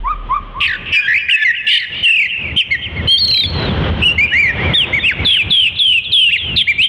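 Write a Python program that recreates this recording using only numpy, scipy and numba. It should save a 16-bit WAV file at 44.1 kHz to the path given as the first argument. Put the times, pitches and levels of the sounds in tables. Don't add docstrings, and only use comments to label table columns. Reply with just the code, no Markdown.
import sys
import numpy as np
from scipy import signal
from scipy.fft import rfft, irfft, next_fast_len
from scipy.io import wavfile
from scipy.ndimage import uniform_filter1d, map_coordinates
from numba import njit

SR = 44100
rng = np.random.default_rng(int(sys.argv[2]) if len(sys.argv) > 2 else 0)


def to_wav(sig):
    pcm = np.clip(np.atleast_2d(sig), -1, 1) * 32767
    pcm = np.round(pcm).astype(np.int16)
    wavfile.write(sys.argv[1], SR, pcm.T)


N = 303408
TIME = np.arange(N) / SR


def bird():
    out = np.zeros(N)
    for kind in (arches, slurs, warbles, glides, duet, ticks):
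        for t, note in kind():
            add(out, t, note)
    return out


# [start t/s, top t/s, end t/s, start f/Hz, top f/Hz, end f/Hz, rise bend, fall bend,
#  level/dB, second harmonic before beak/dB, roughness 0-1]
ARCHES = [ (0.029, 0.113, .150, 826, 1257, 1132, 1.28, 0.89, -11.5, -13, 0.06),
          (.282, 0.363, .394, 882, 1207, 1062, 1.28, 1.14, -8.5, -15, .05),
          (2.557, 2.59, 2.631, 2990, 3146, 2204, 1.8, 1.12, 12.5, -27.5, 0.14),
          (2.699, 2.721, 2.768, 1440, 2190, 1772, 2.44, 1.12, 7, -21, 0.02),
          (4.039, 4.070, 4.090, 2740, 2930, 2590, 2, 3, 19, -28, 0),
          (4.306, 4.411, 4.520, 1540, 2376, 1758, 1.45, 0.96, 7.5, -28.5, .02),
          (4.73, 4.755, 4.855, 2210, 3673, 2374, 2.8, 1.37, 13, -34.5, 0),
          (4.919, 4.952, 4.999, 1455, 2266, 1640, 2.6, 2.5, 6, -39.5, 0.02),
          (5.022, 5.079, 5.134, 2260, 2902, 1226, 1, .9, 6, -31, 0.05),
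          (6.299, 6.332, 6.377, 1564, 2873, 1780, 1.15, 1.25, 10, -36, 0.07),
          (6.664, 6.697, 6.730, 1400, 2366, 1770, 2.3, 2.1, 12, -34, 0.04),
          (6.769, 6.851, 6.869, 2036, 3226, 2890, 1.1, 1, 12, -33.5, 0), ]
ARCH_FADE_DB = 14
ARCH_ATTACK_S, ARCH_RELEASE_S = 0.029, 0.011
ARCH_RIPPLE_HZ, ARCH_DEPTH_HZ_PER_S = 52.13, 150


def arches():
    for (start, top, end, start_hz, top_hz, end_hz, rise_bend, fall_bend,
         db, octave_db, rough) in ARCHES:
        t = span(start, end)
        before = np.clip((top - t) / (top - start), 0, 1)
        after = np.clip((t - top) / (end - top), 0, 1)
        rise = (start_hz - top_hz) * before ** rise_bend
        fall = (end_hz - top_hz) * after ** fall_bend
        hz = top_hz + rise + fall
        level_db = db - ARCH_FADE_DB * (before + after) ** 2
        pressure = undb(level_db) * swell(t, ARCH_ATTACK_S, ARCH_RELEASE_S)
        ripple = warble(t, start, ARCH_RIPPLE_HZ, ARCH_DEPTH_HZ_PER_S * (end - start))
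        yield t, sing(t, hz, pressure, octave_db, rough, ripple)


# [start t/s, end t/s, shoulder f/Hz, end f/Hz, straightness 0-1, level/dB, roughness 0-1]
SLURS = [ (5.245, 5.437, 3535, 2129, 0.39, 11, 0.11), (5.5, 5.703, 3404, 2365, 0.36, 12.5, 0.09),
         (5.785, 6.008, 3497, 2432, 0.79, 11.5, 0.02), (6.118, 6.315, 3527, 2564, .92, 17.5, .045),
         (6.559, 6.64, 3605, 3080, 0.97, 14, 0.18), ]
SLUR_DROP_HZ, SLUR_DROP_S = 1001, .009
SLUR_WARBLE_HZ, SLUR_DEPTH_HZ = 53.85, 70
SLUR_ATTACK_S, SLUR_RELEASE_S, SLUR_FADE_DB, SLUR_OCTAVE_DB = 0.034, 0.028, 8, -36.5


def slurs():
    for start, end, shoulder_hz, end_hz, straight, db, rough in SLURS:
        t = span(start, end)
        u = np.linspace(0, 1, len(t))
        fall = straight * u + (1 - straight) * u ** 3
        drop_hz = SLUR_DROP_HZ * np.exp(-(t - start) / SLUR_DROP_S)
        hz = shoulder_hz + (end_hz - shoulder_hz) * fall + drop_hz
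        swing = warble(t, start, SLUR_WARBLE_HZ, SLUR_DEPTH_HZ) * np.sin(np.pi * u)
        pressure = undb(db - SLUR_FADE_DB * u) * swell(t, SLUR_ATTACK_S, SLUR_RELEASE_S)
        yield t, sing(t, hz, pressure, SLUR_OCTAVE_DB, rough, swing)


# [start t/s, end t/s, from f/Hz, to f/Hz, bow/Hz, start level/dB, end level/dB,
#  second harmonic before beak/dB, roughness 0-1, warble f/Hz, depth/Hz, buzz f/Hz]
WARBLES = [ (0.601, 0.676, 2744, 2517, 35.5, -2, -0.5, -26.5, .3, 79, 110, 444),
           (0.666, 0.774, 2080, 1602, -130, -3, -17.5, -10.5, 0.12, 50.5, 165, 0),
           (0.92, 0.977, 2700, 2560, 2.5, 2, 7.5, -18, .08, 71, 40.2, 309),
           (0.933, 1.022, 1794, 1640, -2.5, -11.5, -14, -9, 0.06, 50.2, 112, -1),
           (1.067, 1.146, 1785, 1911, -45.5, 3, 2.5, -20, 0.08, 82.2, 139, 0),
           (1.136, 1.192, 2024, 2464, 60, 10.5, 4.5, -27.5, 0.01, 52.9, 215.4, 0),
           (1.28, 1.317, 1806, 3160, -120, -1.5, 5.5, -33.5, 0.03, 78.9, 340, 2),
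           (1.442, 1.524, 2186, 1825, -65.5, 12, 4.5, -25.5, .024, 75, 56, 0),
           (1.662, 1.791, 2680, 2900, 208.5, 2, 5, -27.5, 0.04, 47.3, 140, 586.5),
           (1.679, 1.863, 2404, 1730, 171, -2, -12, -11, .17, 44.86, 124, 0),
           (2.037, 2.158, 2860, 2745, -40, 11.5, 17, -33, 0.01, 35.4, 86, -0.5),
           (2.046, 2.117, 2100, 1650, -6.5, -6.5, -7, -23, 0.14, 44.1, 130.6, 0.5),
           (2.148, 2.278, 2740, 2076, -9, 16, -2.5, -30, 0.02, 35.1, 186, 0),
           (4.014, 4.051, 2620, 2860, -1, -5.5, 14.5, -31.5, 0.04, 109, 150, -1),
           (4.175, 4.268, 1996, 2415, 149.5, 13.5, 5.5, -30, 0, 36.9, 50, 0), ]
BUZZ_DEPTH_HZ = 278
ATTACK_S, RELEASE_S = 0.017, 0.014


def warbles():
    for (start, end, from_hz, to_hz, bow_hz, start_db, end_db,
         octave_db, rough, rate_hz, depth_hz, buzz_hz) in WARBLES:
        t = span(start, end)
        buzz = BUZZ_DEPTH_HZ * np.sin(2 * np.pi * buzz_hz * (t - start))
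        swing = warble(t, start, rate_hz, depth_hz) + buzz
        pressure = undb(np.linspace(start_db, end_db, len(t))) * swell(t, ATTACK_S, RELEASE_S)
        yield t, sing(t, glide(t, from_hz, to_hz, bow_hz), pressure, octave_db, rough, swing)


# [start t/s, end t/s, from f/Hz, to f/Hz, bow/Hz, start level/dB, end level/dB,
#  second harmonic before beak/dB]
GLIDES = [ (.960, 1.023, 2450, 2530, -60, 18, 2, -20), (1.014, 1.077, 1690, 1630, -50.5, -5, -1, -0.5),
          (1.277, 1.324, 1650, 1634, -62.5, -15.5, -5.5, -16.5),
          (1.304, 1.369, 3220, 2600, -250, 12.5, 10, -28), (1.328, 1.446, 1800, 1728, 1.5, -16.5, 6.5, -8),
          (1.636, 1.71, 1685, 1727, 74, -21, -20, -13), (2.026, 2.064, 2880, 3330, 5, -3.5, 10.5, -27),
          (4.073, 4.137, 2783, 3000, -130, 19.5, -0.5, -22), (5.625, 5.685, 2780, 2250, 1, -4, -15, -21),
          (5.909, 5.951, 2800, 2345, 8.5, -5, -8.5, -25), (6.178, 6.255, 2930, 2450, -6, 6, -3, -23),
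          (6.274, 6.319, 1625, 2044, -130, -26, -4.5, -1), (6.319, 6.348, 3860, 2870, -3, -4, -2, -26),
          (6.58, 6.638, 2950, 1885, -61, 9, -32, -20), ]
GLIDE_ROUGH = .05


def glides():
    for start, end, from_hz, to_hz, bow_hz, start_db, end_db, octave_db in GLIDES:
        t = span(start, end)
        pressure = undb(np.linspace(start_db, end_db, len(t))) * swell(t, ATTACK_S, RELEASE_S)
        yield t, sing(t, glide(t, from_hz, to_hz, bow_hz), pressure, octave_db, GLIDE_ROUGH)


# [t/s, f/Hz, level/dB]
DUET_LOW = [(3.074, 2920, -12.5), (3.087, 3096, 7.5), (3.118, 3243, 15), (3.168, 3160, 6),
            (3.185, 3700, 5.5), (3.2, 3810, -8.5)]
DUET_HIGH = [(3.075, 4130, -19), (3.12, 4300, 1), (3.17, 4320, -4.5), (3.195, 4680, -3.5),
             (3.215, 4320, 2.5), (3.31, 4166, -4), (3.4, 3915, 1.5), (3.462, 3390, -5)]
DUET_OCTAVE_DB, DUET_ROUGH = -28, .02
TRILL_START_S, TRILL_HZ, TRILL_DEPTH_HZ = 3.2315, 32.2, 107


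def duet(edge_s=0.0013):
    for path, depth_hz in ((DUET_LOW, 0), (DUET_HIGH, TRILL_DEPTH_HZ)):
        s, hz, db = np.transpose(path)
        t = span(s[0], s[-1])
        pressure = undb(np.interp(t, s, db)) * swell(t, edge_s, edge_s)
        trill = warble(t, TRILL_START_S, TRILL_HZ, depth_hz)
        yield t, sing(t, np.interp(t, s, hz), pressure, DUET_OCTAVE_DB, DUET_ROUGH, trill)


TICK_FIRST_HZ, TICK_LAST_HZ, TICK_SETTLE_S = 3656, 2128, 0.074
TICK_S, TICK_FALL_HZ, TICK_DB, TICK_OCTAVE_DB, TICK_ROUGH = 0.011, 597, -6.5, -6.5, 0.12


def ticks(count=7):
    for since in np.arange(count) / TRILL_HZ:
        crest = TRILL_START_S + .5 / TRILL_HZ + since
        t = span(crest, crest + TICK_S)
        centre_hz = TICK_LAST_HZ + (TICK_FIRST_HZ - TICK_LAST_HZ) * np.exp(-since / TICK_SETTLE_S)
        hz = centre_hz + TICK_FALL_HZ * np.linspace(.5, -.5, len(t))
        pressure = undb(TICK_DB) * swell(t, TICK_S / 5, TICK_S / 2)
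        yield t, sing(t, hz, pressure, TICK_OCTAVE_DB, TICK_ROUGH)


# [f/Hz, level/dB]
WINDPIPE = [(300, -40.5), (800, -16), (1300, -9), (1700, 0), (3500, -1.5), (5000, 4.5), (7000, -4.5),
            (15000, -5.5)]
WIDE_THROAT_HZ = 1400


def sing(t, hz, pressure, octave_db, rough, swing=0, crest_db=14):
    pressure = pressure * undb(crest_db * swing / hz)
    note = pressure * (syrinx(t, hz + swing, octave_db, rough) + hiss(t, hz, rough))
    return note if hz.max() < WIDE_THROAT_HZ else shape(note, WINDPIPE)


# [f/Hz, level/dB]
BEAK = [(2000, -8.5), (4400, -3), (5000, -11.5), (6000, -13.5), (7200, -10.5), (9500, -6), (12000, -6.5),
        (15500, -9)]
# [multiple, level/dB]
OVERTONES = [(3, -24.5), (4, -52), (5, -38.5)]


def syrinx(t, hz, octave_db, rough, waver=0.0087, flutter_db=1.5, rough_rate=1100, rough_bend=.2,
           blur=0.89, blur_rate=600):
    hz = hz * (1 + waver * wander(t, 217) + rough_bend * rough * wander(t, rough_rate))
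    phase = 2 * np.pi * np.cumsum(hz) / SR
    tone = np.sin(phase)
    for k, db in [(2, octave_db)] + OVERTONES:
        k = round(k)
        slip = blur * (k * hz / 8000) * wander(t, blur_rate)
        gain = undb(db + curve(BEAK, k * hz) + 2.2 * wander(t, 90))
        tone += gain * np.sin(k * phase + slip) * (k * hz < SR / 2)
    flutter = undb(flutter_db * wander(t, 120))
    return np.sqrt(2) * tone * flutter * (1 + rough * wander(t, rough_rate))


# [f/Hz, level/dB]
HISS_COLOUR = [(1000, -31.5), (2500, -2.5), (4500, 5), (6000, -13), (9000, -4.5), (12000, -6.5),
               (15500, -9.5)]


def hiss(t, hz, rough, hiss_db=-44.5, per_octave_db=12, rough_db=35):
    level_db = hiss_db + per_octave_db * np.log2(hz / 3000) + rough_db * rough
    return colour(rng.standard_normal(len(t)), HISS_COLOUR) * undb(level_db)


def warble(t, start, rate_hz, depth_hz, cusp=0.28):
    turn = 2 * np.pi * rate_hz * (t - start)
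    return depth_hz * (cusp * np.cos(2 * turn) - np.cos(turn)) * gate(t, start, np.inf, .25 / rate_hz)


def glide(t, from_hz, to_hz, bow_hz):
    u = np.linspace(0, 1, len(t))
    return from_hz + (to_hz - from_hz) * u + bow_hz * (1 - (2 * u - 1) ** 2)


def swell(t, attack_s, release_s):
    return gate(t, t[0], np.inf, attack_s) * gate(t, -np.inf, t[-1], release_s)


def couple(x, mix_db=-33, window_s=0.0065):
    power = np.maximum(uniform_filter1d(x ** 2, int(window_s * SR)), 1e-9)
    return x + undb(mix_db) * (x ** 3 / power - 0.84 * x)


# [t/s, level/dB]
RUMBLE = [(0, -33.5), (1.1, -28.5), (2.0, -34), (3.0, -23.5), (3.3, -22.5), (3.65, -11.5), (4.9, -11.5),
          (5.3, -15), (5.8, -29.5), (6.15, -29), (6.5, -22), (6.88, -35.5)]
# [f/Hz, level/dB per Hz]
RUMBLE_COLOUR = [(18, -54.5), (30, -24), (81, 2), (129, -7), (175, -7), (218, -11), (293, -16), (354, -15),
                 (402, -16.5), (551, -18.5), (695, -22), (1550, -25.5), (2520, -29), (3170, -24.5),
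                 (4640, -51.5), (6030, -60.5), (10200, -120)]
# [t/s, level/dB]
BASS = [(0, -4.5), (1.1, -3), (3.5, 1), (5.2, -2.5), (6.35, 7.5), (6.88, 4)]
# [t/s, level/dB]
HUM = [(0, -21.5), (.55, -30.5), (1.0, -52)]
HUM_HZ = 38


def rumble(surge_db=2.2, surge_rate=14, lump_db=3.8, lump_rate=22, split_hz=280, trim_db=-1):
    noise = colour(rng.standard_normal(N), RUMBLE_COLOUR)
    bass = signal.sosfiltfilt(signal.butter(2, split_hz, fs=SR, output="sos"), noise)
    heave = undb(curve(BASS, TIME) + lump_db * wander(TIME, lump_rate))
    noise = noise - bass + bass * heave
    hum = np.sqrt(2) * np.sin(2 * np.pi * HUM_HZ * TIME + .5 * wander(TIME, 10))
    noise_db = curve(RUMBLE, TIME) + trim_db + surge_db * wander(TIME, surge_rate)
    return noise * undb(noise_db) + hum * undb(curve(HUM, TIME))


def undb(db):
    return 10 ** (np.asarray(db) / 20)


def curve(rows, x):
    return np.interp(x, *np.transpose(rows))


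def shape(x, points):
    hz, db = np.transpose(points)
    size = next_fast_len(len(x))
    bins = np.maximum(np.fft.rfftfreq(size, 1 / SR), 1)
    gain = undb(np.interp(np.log(bins), np.log(hz), db))
    return irfft(rfft(x, size) * gain, size)[:len(x)]


def colour(x, points):
    y = shape(x, points)
    return y / y.std()


def wander(t, rate):
    place = (t - t[0]) * rate
    own = np.random.default_rng(rng.integers(2 ** 31))
    values = own.standard_normal(int(place[-1]) + 4)
    return map_coordinates(values, [place + 1], order=3, mode="nearest")


def gate(t, start, end, edge):
    return np.sin(np.pi / 2 * np.clip(np.minimum(t - start, end - t) / edge, 0, 1)) ** 2


def span(start, end):
    return TIME[max(int(start * SR), 0):int(end * SR)]


def add(out, t, sound):
    out[np.rint(t * SR).astype(int)] += sound


def delayed(x, seconds):
    return np.interp(TIME - seconds, TIME, x, left=0)


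# [delay t/s, gain]
WALLS = [(.0047, 0.2), (0.0118, 0.04), (0.0248, 0.075)]


def scene():
    song = couple(bird())
    reflections = sum(gain * delayed(song, s) for s, gain in WALLS)
    background = rumble() * gate(TIME, 0, np.inf, 0.0034)
    return (song + reflections + background)[None]


@njit
def hold(db, fall):
    out = db.copy()
    for i in range(1, len(db)):
        out[i] = max(db[i], out[i - 1] - fall)
    return out


def gain_control(x, threshold_db=-14.4, ratio=4.62, level_fall_db_per_s=95, window_s=.008):
    power = np.maximum(uniform_filter1d(x ** 2, int(window_s * SR)), 1e-12)
    level_db = hold(10 * np.log10(power), level_fall_db_per_s / SR)
    return x * undb(-(1 - 1 / ratio) * np.maximum(level_db - threshold_db, 0))


ECHO_S, ECHO_DB, ECHO_TOP_HZ = .2537, -10, 3500


def echo(x):
    dull = signal.sosfilt(signal.butter(2, ECHO_TOP_HZ, fs=SR, output="sos"), x)
    return undb(ECHO_DB) * delayed(dull, ECHO_S)


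# [f/Hz, level/dB]
TAIL_COLOUR = [(100, -23), (700, -21), (1200, -1), (2500, 1.5), (3400, -3), (4500, -10.5), (6000, -1),
               (14000, -17)]
TAIL_T60_S, TAIL_DB = 1.99, -12


def reverberation(x, build_s=0.0022):
    t = TIME[:2 * SR]
    envelope = undb(-60 * t / TAIL_T60_S) * (1 - np.exp(-t / build_s))
    response = colour(rng.standard_normal(len(t)), TAIL_COLOUR) * envelope
    band = np.abs(rfft(response))[4000:7000]
    response = response / np.sqrt(np.mean(band ** 2))
    return undb(TAIL_DB) * signal.fftconvolve(x, response)[:N]


def round_peaks(x, ceiling=0.93, knee=3.34):
    return x / (1 + np.abs(x / ceiling) ** knee) ** (1 / knee)


CUT_HZ = 15700


def record(dry):
    x = gain_control(dry[0])
    x = x + echo(x)
    x = round_peaks(x + reverberation(x))
    return signal.sosfilt(signal.ellip(8, .2, 70, CUT_HZ, fs=SR, output="sos"), x)[None]


dry = scene()
out = record(dry)
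to_wav(out)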